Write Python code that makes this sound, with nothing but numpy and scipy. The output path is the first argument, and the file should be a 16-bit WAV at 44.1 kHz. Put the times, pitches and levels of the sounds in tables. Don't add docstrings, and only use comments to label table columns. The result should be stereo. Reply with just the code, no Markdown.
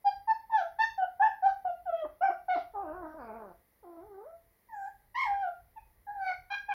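import sys
import numpy as np
from scipy import signal
from scipy.fft import rfft, irfft, next_fast_len
from scipy.io import wavfile
from scipy.ndimage import uniform_filter1d, map_coordinates

SR = 44100
rng = np.random.default_rng(int(sys.argv[2]) if len(sys.argv) > 2 else 0)


def waveform_to_disk(signal):
    frames = np.transpose(np.atleast_2d(signal))
    scaled = np.clip(frames, -1, 1) * 32767
    samples = np.round(scaled).astype(np.int16)
    wavfile.write(sys.argv[1], SR, samples)


def gain_from_decibels(decibels):
    exponent = np.asarray(decibels, float) / 20
    return 10 ** exponent


N = 297218

# start in seconds, length in seconds, first pitch in Hz, last pitch in Hz,
# peak level in dB.
YELPS = [
    (0.974, 0.083, 784, 714.3, -30),
    (1.642, .072, 758, 683, -32),
    (5.756, 0.034, 940, 820, -48),
    (6.68, 0.086, 850, 742, -37.5),
]
# peak time as a share of the length, last mouth opening in dB,
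# last strain from 0 to 1.
YELP_ENDINGS = [(0.61, -22.5, 0.6), (0.14, -25, 0.4), (.6, -13.5, 1), (0.13, 5.5, 0.7)]
ONSET_S, ONSET_DB, SILENT_DB, FADE_DB = .01, -4.5, -40, -1.5
OPENS_DB = 25

# time in seconds, pitch in Hz, effort in dB,
# mouth opening in dB, strain from 0 to 1.
ROUND = [(.042, 815, -58.5, -34, .05), (.053, 803, -34.5, -28, .05), (.072, 809.5, -26, -17, .05),
         (.088, 796.8, -28, -15.5, .1), (.098, 805, -35.5, -10.5, .2), (.108, 790, -43, -8, .3)]
CLIPPED = [(.271, 925, -63, -39, .05), (.282, 889, -31, -32, .05), (.297, 893.4, -28.5, -23.5, .05),
           (.312, 888, -27.5, -18.5, .1), (.327, 810, -34, -18, 0.38)]
FALLING = [(.495, 855, -51.5, -49, 0.3), (.502, 916.5, -46.5, -40.5, 0.52), (.55, 872, -28, -22, 0.15),
           (.57, 850, -33.5, -18, 0.28), (.585, 787, -31, -16, 0.2), (.6, 750, -35, -21.5, 0.077),
           (0.614, 684.5, -34.5, -21.5, 0.1), (0.638, 676, -37, -25.5, 0.9)]
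BRIGHT = [(.784, 889, -62.5, -23, 0.044), (0.793, 873, -32, -17.5, .1), (.808, 883, -30.5, -11, 0.11),
          (0.821, 908, -31.5, -4, .15), (.836, 891, -33, -2, 0.35), (.85, 880, -37.5, -4, .3)]
LEAPING = [(1.195, 799, -39, -37.5, .1), (1.211, 776, -25, -46, 0.15), (1.225, 851, -26.5, -23, .1),
           (1.235, 873.5, -27, -19.5, .25), (1.248, 873, -30.5, -23.5, .25),
           (1.264, 885.5, -30.5, -21, 0.34), (1.281, 833, -34, -32.5, 0.67), (1.3, 750, -33, -33.5, 0.49)]
ARCHED = [(1.421, 781, -54, -38.5, 0.22), (1.431, 742, -30, -39, 0.17), (1.448, 769, -27, -33, .15),
          (1.468, 807.6, -26, -27, 0.31), (1.481, 775, -30, -30.5, 0.2), (1.495, 758, -38, -19.5, .5),
          (1.515, 720, -47.5, -14.5, 1)]
TRAILING = [(1.854, 814, -54, -56.5, 0.16), (1.867, 745.3, -40.5, -34.5, .2), (1.9, 670.5, -31, -33.5, .05),
            (1.937, 651.5, -41.5, -21.5, 0.21), (2.003, 651, -42.5, -12.5, .15),
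            (2.035, 607.4, -38, -36, .4), (2.049, 605, -40.5, -38.5, 0.88), (2.079, 609, -45, -49, 0.62)]
BARKED = [(2.206, 666, -68.5, -16, 0.24), (2.213, 674.7, -34, -34.5, 0.22),
          (2.238, 784.4, -27, -19.5, 0.15), (2.254, 771.3, -28.5, -20, 0.19),
          (2.273, 759, -36, -12.5, 0.18), (2.289, 710, -29.5, -34, 0.38), (2.32, 718, -38, -24.5, 0.98)]
CRACKED = [(2.48, 759, -85, -10, 0.26), (2.486, 753, -33.5, -42, 0.083), (2.501, 726, -30.5, -13, 0.16),
           (2.524, 741.6, -30.5, -14, 0.054), (2.548, 683, -31, -19, 0.1), (2.559, 717, -40, -18, 0.92),
           (2.572, 712.4, -37, -26, 0.84), (2.61, 712, -58, -11, 0.59)]
SOFT = [(4.685, 1008, -71, -32, 0.2), (4.7, 929, -55.5, -30.5, 0.22), (4.757, 827, -47.5, -29.5, 0.35),
        (4.797, 791, -45.5, -31, 0.096), (4.853, 780.5, -45, -29, 0.13), (4.894, 876, -49, -24.5, 0.4)]
SHRIEK = [(5.143, 956, -59, -22.5, 0.14), (5.158, 947, -39.5, -7, 0.076),
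          (5.175, 1045, -38.5, -12.5, 0.062), (5.19, 1070, -35, -12, .4), (5.205, 1076, -37, -14.5, 0.51),
          (5.222, 1057, -35, -10, 0.75), (5.235, 1044, -41, -16, .6), (5.256, 956, -35.5, -12.5, 0.5)]
WAIL = [(5.251, 998, -30, -23, .2), (5.271, 815.5, -40.5, -28.5, 0.13), (5.3, 808, -35, -32, 0.1),
        (5.33, 800.3, -33, -31, .1), (5.375, 795.5, -37.5, -30.5, .1), (5.417, 796.3, -37.5, -23.5, 0.11),
        (5.447, 738.5, -34, -31.5, .15), (5.465, 712, -40, -26, .3), (5.473, 709, -34, -33, .2),
        (5.485, 693.4, -38.5, -32, 0.4), (5.503, 705, -37, -27, 0.33)]
SWELLING = [(6.066, 835, -54.5, -46, 0.22), (6.09, 811.4, -44, -34.5, 0.52), (6.127, 835.4, -49, -37, .2),
            (6.194, 783.3, -43, -33, 0.066), (6.246, 756.7, -38.5, -14.5, 0.059),
            (6.285, 751, -39, -1, 0.13), (6.299, 732.3, -36.5, -3.5, 0.26), (6.326, 727.5, -42, -7.5, 0.48),
            (6.357, 735, -53.5, 0, 0.4)]
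SNAPPED = [(6.5, 811, -64, -13, 0.26), (6.507, 793.4, -46.5, 2, 0.52), (6.522, 808.6, -41, 2, .2),
           (6.534, 808.2, -47, 2.5, .2), (6.541, 806.3, -51, 15.5, .3), (6.557, 809, -50, 14.5, .5)]

# low resonance in Hz, its width in Hz,
# high resonance in Hz, its gain in dB, level of the valleys in dB.
OPEN_MOUTHS = [(3260, 1400, 4850, 11.5, -12), (2650, 500, 4750, 14, -1), (3450, 340, 1100, -18, -3.5),
               (3160, 510, 4700, -9.5, -12), (2940, 350, 17000, -12.5, -25),
               (2880, 570, 5600, -11.5, -20.5), (2454, 2100, 4500, 0, 5.5), (2680, 510, 14000, -21, -12.5),
               (1890, 230, 3090, 2.5, -19.5), (2470, 570, 5440, -11.5, -30.5),
               (2340, 680, 3900, -7.5, -22.5), (2510, 500, 5200, 10, 3), (2800, 630, 4800, -13.5, -2),
               (2400, 970, 3100, -1, -6.5), (2600, 500, 3700, -11, -13.5), (2160, 170, 4420, -12.5, -24.5),
               (2400, 310, 3670, 1.5, -12.5), (2400, 410, 2800, -6, -20)]
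HIGH_WIDTH_HZ = 670
# level over the first tone in dB, gain in dB per dB of opening.
SECOND_TONES = [(-5, 0.96), (-3, 0.47), (7.5, 0.87), (5.5, 0.73), (-8.5, 0.27), (5.5, .5), (2, 0.61),
                (-2, 0.6), (-13.5, 0.09), (-5.5, 0.25), (-17, -0.07), (-22.5, -0.49), (1, 0.03),
                (-9.5, 0.08), (-18.5, 0), (-6, 0.06), (3.5, 1.13), (4.5, 1)]
RASPS = [.9, .9, 1.3, .7, 1.2, 1.0, 1.3, 1.3, 1.0, 1.4, 1.2, 1.4, 2.8, .8, .9, 1.3, .9, 1.1]
CROAKS = [-30, -30, -20, -30, -14, -24, -20, -14, 0, 0, 0, -20, -30, -20, -20, -10, -20, -20]
CROAK_DB, CROAK_GROWS_DB = -46, 43
STRAIN_RASP, WHINE_RASP = 5, 1.7
SHIMMER_DB, THROAT_HZ = .42, 250
# frequency in Hz, level in dB.
LIPS = [(2000, -0.5), (6100, -2.5), (7250, -29.5), (8600, -35.5), (11000, -25), (15000, -20.5),
        (16500, -70)]

# time in seconds, pitch in Hz, effort in dB,
# mouth opening in dB, brightness in dB per octave.
GROAN = [(2.735, 460.6, -56, -7.5, 0.5), (2.767, 397.2, -52, 12.5, -13), (2.819, 403, -50.5, 9.5, -10.5),
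         (2.861, 309, -51.5, 3, 0), (2.914, 303.6, -51, 5, -0.5), (2.957, 373.6, -52, 0, 7),
         (3.013, 359.3, -53.5, 6.5, -3), (3.045, 313.5, -47.5, -0.5, 7.5), (3.146, 309.9, -67, 7, 14)]
GRUMBLE = [(3.139, 309, -55.5, 1.8, -8), (3.169, 329.9, -58, 3.6, 4), (3.22, 239.7, -55, 5.9, 7),
           (3.324, 209.2, -58, 8.8, -1.5), (3.358, 235.4, -53.5, 3, 2.5), (3.421, 215.4, -63, 11.7, -1),
           (3.528, 165.4, -64.5, 5.1, 2)]
PLEA = [(3.827, 508, -59.5, -7, -2), (3.846, 353.4, -58.5, 0, -8), (4.0, 324.9, -53.5, -5, -0.5),
        (4.062, 440, -58.5, -9, -8), (4.155, 376.3, -53, -9.5, 2.5), (4.193, 396.2, -51, -7.5, -6),
        (4.242, 465, -55.5, -10, 3), (4.272, 648, -51.5, -16.5, 0), (4.331, 681, -53, -12, -8)]
# frequency in Hz, level in dB.
SHUT_MOUTH = [(700, 10.5), (1100, 2), (1550, -5), (1850, -22), (2350, -50.5), (2900, -47.5), (4600, -58.5),
              (5500, -50.5)]

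# start in seconds, end in seconds, centre in Hz, width in Hz,
# level in dB.
PUFFS = [(2.798, 2.976, 2620, 500, -78.5), (3.185, 3.423, 2314, 434, -71.5), (3.187, 3.28, 4770, 700, -72),
         (4.723, 4.878, 7130, 1500, -66.5), (5.161, 5.284, 8060, 1234, -62),
         (6.183, 6.32, 9100, 913, -70.5), (.5, .53, 1050, 250, -60), (0.562, .64, 3600, 2400, -61),
         (0.792, 0.856, 1146, 304, -59.5), (1.208, 1.251, 1085, 221, -48), (1.216, 1.286, 2900, 888, -57.5),
         (1.457, 1.51, 1300, 504, -56), (2.215, 2.27, 1050, 300, -53), (2.538, 2.608, 3900, 2400, -55),
         (5.153, 5.271, 4280, 2600, -59), (5.77, 5.82, 2530, 60.4, -69.5), (6.286, 6.336, 1140, 400, -64.5),
         (6.498, 6.563, 1040, 400, -55.5), (6.69, 6.75, 1070, 350, -60.5)]

# time in seconds, left minus right in dB.
FACING = [(.1, -5.5), (.3, -1), (0.551, 0.5), (.82, 2), (1.02, -0.5), (1.25, -1), (1.459, 0), (1.679, 1.5),
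          (1.95, 2), (2.25, 0), (2.52, 0), (3.1, 0), (4.1, -1), (4.8, 0), (5.3, 0), (6.2, -0.5),
          (6.53, -3.5), (6.72, -3.5)]
# frequency in Hz, direct sound in dB.
HEAD_SHADOW = [(300, 2), (1000, 3.5), (2500, -2.5), (6000, -13.5)]
# frequency in Hz, left minus right in dB.
VOICE_SIDES = [(60, -7.5), (250, -1.5), (620, -2), (720, 1), (830, -4.5), (1650, 3), (4970, -6.5),
               (15000, 15.5)]

# frequency in Hz, time to fall 60 dB in seconds.
ROOM_DECAY = [(300, 0.34), (1000, 0.3), (3000, 0.29), (7000, 0.34)]
# frequency in Hz, echo level in dB.
ROOM_COLOUR = [(150, -8), (500, -4.5), (1500, 3), (5000, -6)]
# frequency in Hz, left level in dB, right level in dB.
ROOM_TONES = [(541, 4, -2.5), (667, -2, -20.5), (671, 6, 0.5), (775, -25, -12.5), (783, -22, -17),
              (815, -26.5, -14.5), (887, -23.5, -11.5), (902, -18, -6), (1050, -20.5, -13),
              (1520, -15, -12.5), (1616, -12.5, -10.5), (1637, -8, -3), (1830, -9, -8.5),
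              (1920, -21.5, -23.5)]

# time in seconds, level in dB.
RUMBLE = [(0.0, -79.5), (0.191, -60), (0.22, -73), (0.81, -74.5), (0.842, -66), (1.032, -73.5),
          (2.289, -71), (2.89, -64), (3.45, -70), (3.59, -62.5), (3.64, -76), (4.43, -71), (4.5, -64.5),
          (4.58, -76), (5.031, -75), (5.09, -60), (5.18, -66), (6.74, -68)]
# frequency in Hz, density in dB per Hz.
RUMBLE_COLOUR = [(12, -38.5), (20, -2), (49, 9.5), (151, -4.5), (170, -13.5), (220, -50), (370, -120)]
# frequency in Hz, density in dB per Hz.
AIR_COLOUR = [(100, -40.5), (170, -5.5), (305, -10.5), (383, -9.5), (462, -7), (1210, -13.5), (1430, -19.5),
              (1980, -8.5), (2620, -24), (4620, -23.5), (8140, -31), (10400, -17.5), (15500, -15.5)]
AIR_DB = -69
# frequency in Hz, left-right correlation.
AIR_ALIKE = [(60, .9), (200, .9), (600, .45), (1600, .1), (5000, .3), (9000, .66), (13000, .9)]
# frequency in Hz, left minus right in dB.
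AIR_SIDES = [(30, -9), (80, -5.5), (200, -2), (700, -1), (2200, 5), (4500, -1), (9000, 4), (14000, .3)]


def dog():
    clear = filtered(clear_calls(), lambda hz: 1 / (1 + (THROAT_HZ / (hz + 1)) ** 10))
    return clear + whines()


def clear_calls():
    out = np.zeros(N)
    bent = [ROUND, CLIPPED, BRIGHT, FALLING, LEAPING, ARCHED, TRAILING, BARKED, CRACKED,
            SOFT, SHRIEK, WAIL, SWELLING, SNAPPED]
    calls = [*map(yelp, YELPS, YELP_ENDINGS), *map(np.array, bent)]
    calls.sort(key=lambda rows: rows[0, 0])
    for rows, shape, second, rasp, croak_db in zip(calls, OPEN_MOUTHS, SECOND_TONES, RASPS, CROAKS):
        s, pitch, db, open_db, strain = rows.T
        low_hz, width_hz, high_hz, high_db, valley_db = shape
        second_db, follows = second

        def mouth(hz, t):
            low = bell(hz, low_hz, width_hz)
            high = gain_from_decibels(high_db) * bell(hz, high_hz, HIGH_WIDTH_HZ)
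            return gain_from_decibels(along(LIPS, hz)) * (low + high + gain_from_decibels(valley_db))

        scatter = rasp + STRAIN_RASP * strain ** 2
        second_level = db + second_db + follows * open_db
        croak_level = db + croak_db + CROAK_DB + CROAK_GROWS_DB * strain
        controls = [s, pitch, scatter, db, second_level, db + open_db, croak_level]
        start, voice = call(controls, mouth, count=2, shimmer_db=SHIMMER_DB * scatter,
                            breath_db=-19, croaks=True, glide=200)
        out[start:start + len(voice)] += voice
    return out


def yelp(row, ending):
    start, length, first_hz, last_hz, db = row
    peak, open_db, strain = ending
    onset = ONSET_S / length
    gone = np.array([0, onset, max(peak, onset + .01), 1])
    pitch = first_hz + (last_hz - first_hz) * gone
    effort_db = db + np.array([SILENT_DB, ONSET_DB, 0, FADE_DB])
    opening_db = open_db - OPENS_DB * (1 - gone) ** 2
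    return np.transpose([start + length * gone, pitch, effort_db, opening_db, strain * gone ** 2])


def whines():
    out = np.zeros(N)
    for rows in GROAN, GRUMBLE, PLEA:
        s, pitch, db, open_db, tilt_db = np.transpose(rows)

        def mouth(hz, t):
            return gain_from_decibels(along(SHUT_MOUTH, hz) + np.interp(t, s, tilt_db) * np.log2(hz / 700))

        controls = [s, pitch, np.full(len(s), WHINE_RASP), db, db + open_db]
        start, voice = call(controls, mouth, count=1, shimmer_db=1.3, breath_db=-20, croaks=False, glide=1100)
        out[start:start + len(voice)] += voice
    return out


def call(controls, mouth, count, shimmer_db, breath_db, croaks, glide):
    s, *cols = controls
    start = round(s[0] * SR)
    t = np.arange(start, min(N, round(s[-1] * SR))) / SR
    hz, hoarse = [np.interp(t, s, c) for c in cols[:2]]
    hz = uniform_filter1d(hz, size=glide, mode='nearest')
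    levels = [np.interp(t, s, gain_from_decibels(db / 2)) ** 2 for db in cols[2:]]

    uneven = wobble(320, len(t))
    uneven -= uniform_filter1d(uneven, size=900)
    turns = np.cumsum(hz * (1 + hoarse / 105 * uneven)) / SR

    k = np.arange(1, 20)[:, None]
    upper = mouth(k[count:] * hz, t)
    upper *= levels[count] / np.sqrt(np.sum(upper ** 2, 0))
    flutter = np.array([wobble(150, len(t)) for _ in k]) * np.sqrt(k)
    shimmer = gain_from_decibels(np.interp(t, s, shimmer_db + 0 * s) * flutter)
    tones = np.vstack([levels[:count], upper]) * shimmer * np.sin(2 * np.pi * k * turns - 2.4 * k)

    breath = gain_from_decibels(breath_db) * hoarse * wobble(600, len(t))
    voice = tones.sum(0) + breath * tones[count:].sum(0)
    if croaks:
        half = 2 * np.pi * (turns / 2 + 0.7 * wobble(70, len(t)))
        voice += levels[-1] * (np.sin(half) + .8 * np.sin(3 * half) + 0.23 * np.sin(5 * half))
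    edge = np.clip(np.minimum((t - t[0]) / .004, (t[-1] - t) / .014), 0, 1)
    return start, np.sqrt(2) * voice * edge


def puffs():
    t = np.arange(N) / SR
    out = np.zeros(N)
    for start, end, centre_hz, width_hz, db in PUFFS:
        hiss = filtered(rng.standard_normal(N), lambda hz: bell(hz, centre_hz, width_hz))
        gone = np.clip((t - start) / (end - start), 0, 1)
        swell = np.sqrt(np.clip(np.sin(np.pi * gone), 0, 1))
        out += gain_from_decibels(db) * swell * hiss / np.std(hiss)
    return out


def direct(voice):
    facing_db = np.interp(np.arange(N) / SR, *np.transpose(FACING))
    facing = gain_from_decibels(facing_db * [[.5], [-.5]])
    return filtered(voice, lambda hz: gain_from_decibels(along(HEAD_SHADOW, hz)) * leaning(VOICE_SIDES, hz)) * facing


def room(voice):
    hz, t, z = signal.stft(rng.standard_normal((3, SR // 2)), SR, nperseg=256)
    decay = gain_from_decibels(-60 * t / along(ROOM_DECAY, hz)[:, None])
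    shared, *own = signal.istft(z * decay, SR, nperseg=256)[1]
    tail = 0.54 * shared + np.array(own)
    tail = tail / np.linalg.norm(tail[0])
    t = np.arange(tail.shape[1]) / SR
    for tone_hz, left_db, right_db in ROOM_TONES:
        ring = gain_from_decibels(-60 * t / 0.35) * np.sin(2 * np.pi * tone_hz * t)
        tail += gain_from_decibels([[left_db - 58], [right_db - 51.0]]) * ring
    sent = filtered(voice, lambda hz: gain_from_decibels(along(ROOM_COLOUR, hz)))
    late = np.pad(sent, (150, 0))
    return signal.fftconvolve(late[None], tail, axes=1)[:, :N]


def air():
    swells_db = np.interp(np.arange(N) / SR, *np.transpose(RUMBLE))
    rumble = gain_from_decibels(swells_db + 4.0 * wobble(12, N) + 0.5) * rush(RUMBLE_COLOUR)
    return rumble + gain_from_decibels(AIR_DB + 0.18 * wobble(6.3, N)) * rush(AIR_COLOUR)


def rush(colour):
    def response(hz):
        turn = np.arccos(np.clip(along(AIR_ALIKE, hz), -1, 1)) / 2
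        return gain_from_decibels(along(colour, hz)) * [np.cos(turn), np.sin(turn)]

    mid, side = filtered(rng.standard_normal((2, N)), response)
    pair = filtered(np.array([mid + side, mid - side]), lambda hz: leaning(AIR_SIDES, hz))
    return pair / np.std(pair)


def along(points, hz):
    f, v = np.transpose(points)
    return np.interp(np.log(hz + 1), np.log(f + 1), v)


def bell(hz, centre, width):
    return np.exp(-2 * ((hz - centre) / width) ** 2)


def wobble(rate, count):
    knots = rng.standard_normal(int(count * rate / SR) + 4)
    return map_coordinates(knots, [np.arange(count) * rate / SR])


def filtered(x, response):
    m = next_fast_len(N + 8192)
    return irfft(rfft(x, m) * response(np.fft.rfftfreq(m, 1 / SR)), m)[..., :N]


def leaning(sides, hz):
    return gain_from_decibels(along(sides, hz) * [[.5], [-.5]])


def scene():
    voice = dog() + puffs()
    return direct(voice) + room(voice) + air()


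def thinned(x):
    hz, _, z = signal.stft(x, SR, nperseg=1024)
    power = uniform_filter1d(np.mean(np.abs(z) ** 2, 0), size=5, axis=0)
    below_db = 10 * np.log10(power.max(0) / power)
    chance = uniform_filter1d(rng.standard_normal(power.shape), size=5, axis=0)
    chance = uniform_filter1d(chance, size=7, axis=1)
    fragile = (np.abs(hz - 11850) < 110) | (np.abs(hz - 7600) < 1300)
    limit = 3.3 - below_db / 21 - 1.1 * fragile[:, None]
    lost = (chance / chance.std() > limit) & (hz > 2200)[:, None]
    return signal.istft(np.where(lost, .08 * z, z), SR, nperseg=1024)[1][:, :N]


def roll_off(x):
    return signal.sosfilt(signal.butter(12, 15610, fs=SR, output="sos"), x)


def record(dry):
    mix = thinned(dry)
    return roll_off(mix)


dry = scene()
out = record(dry)
waveform_to_disk(out)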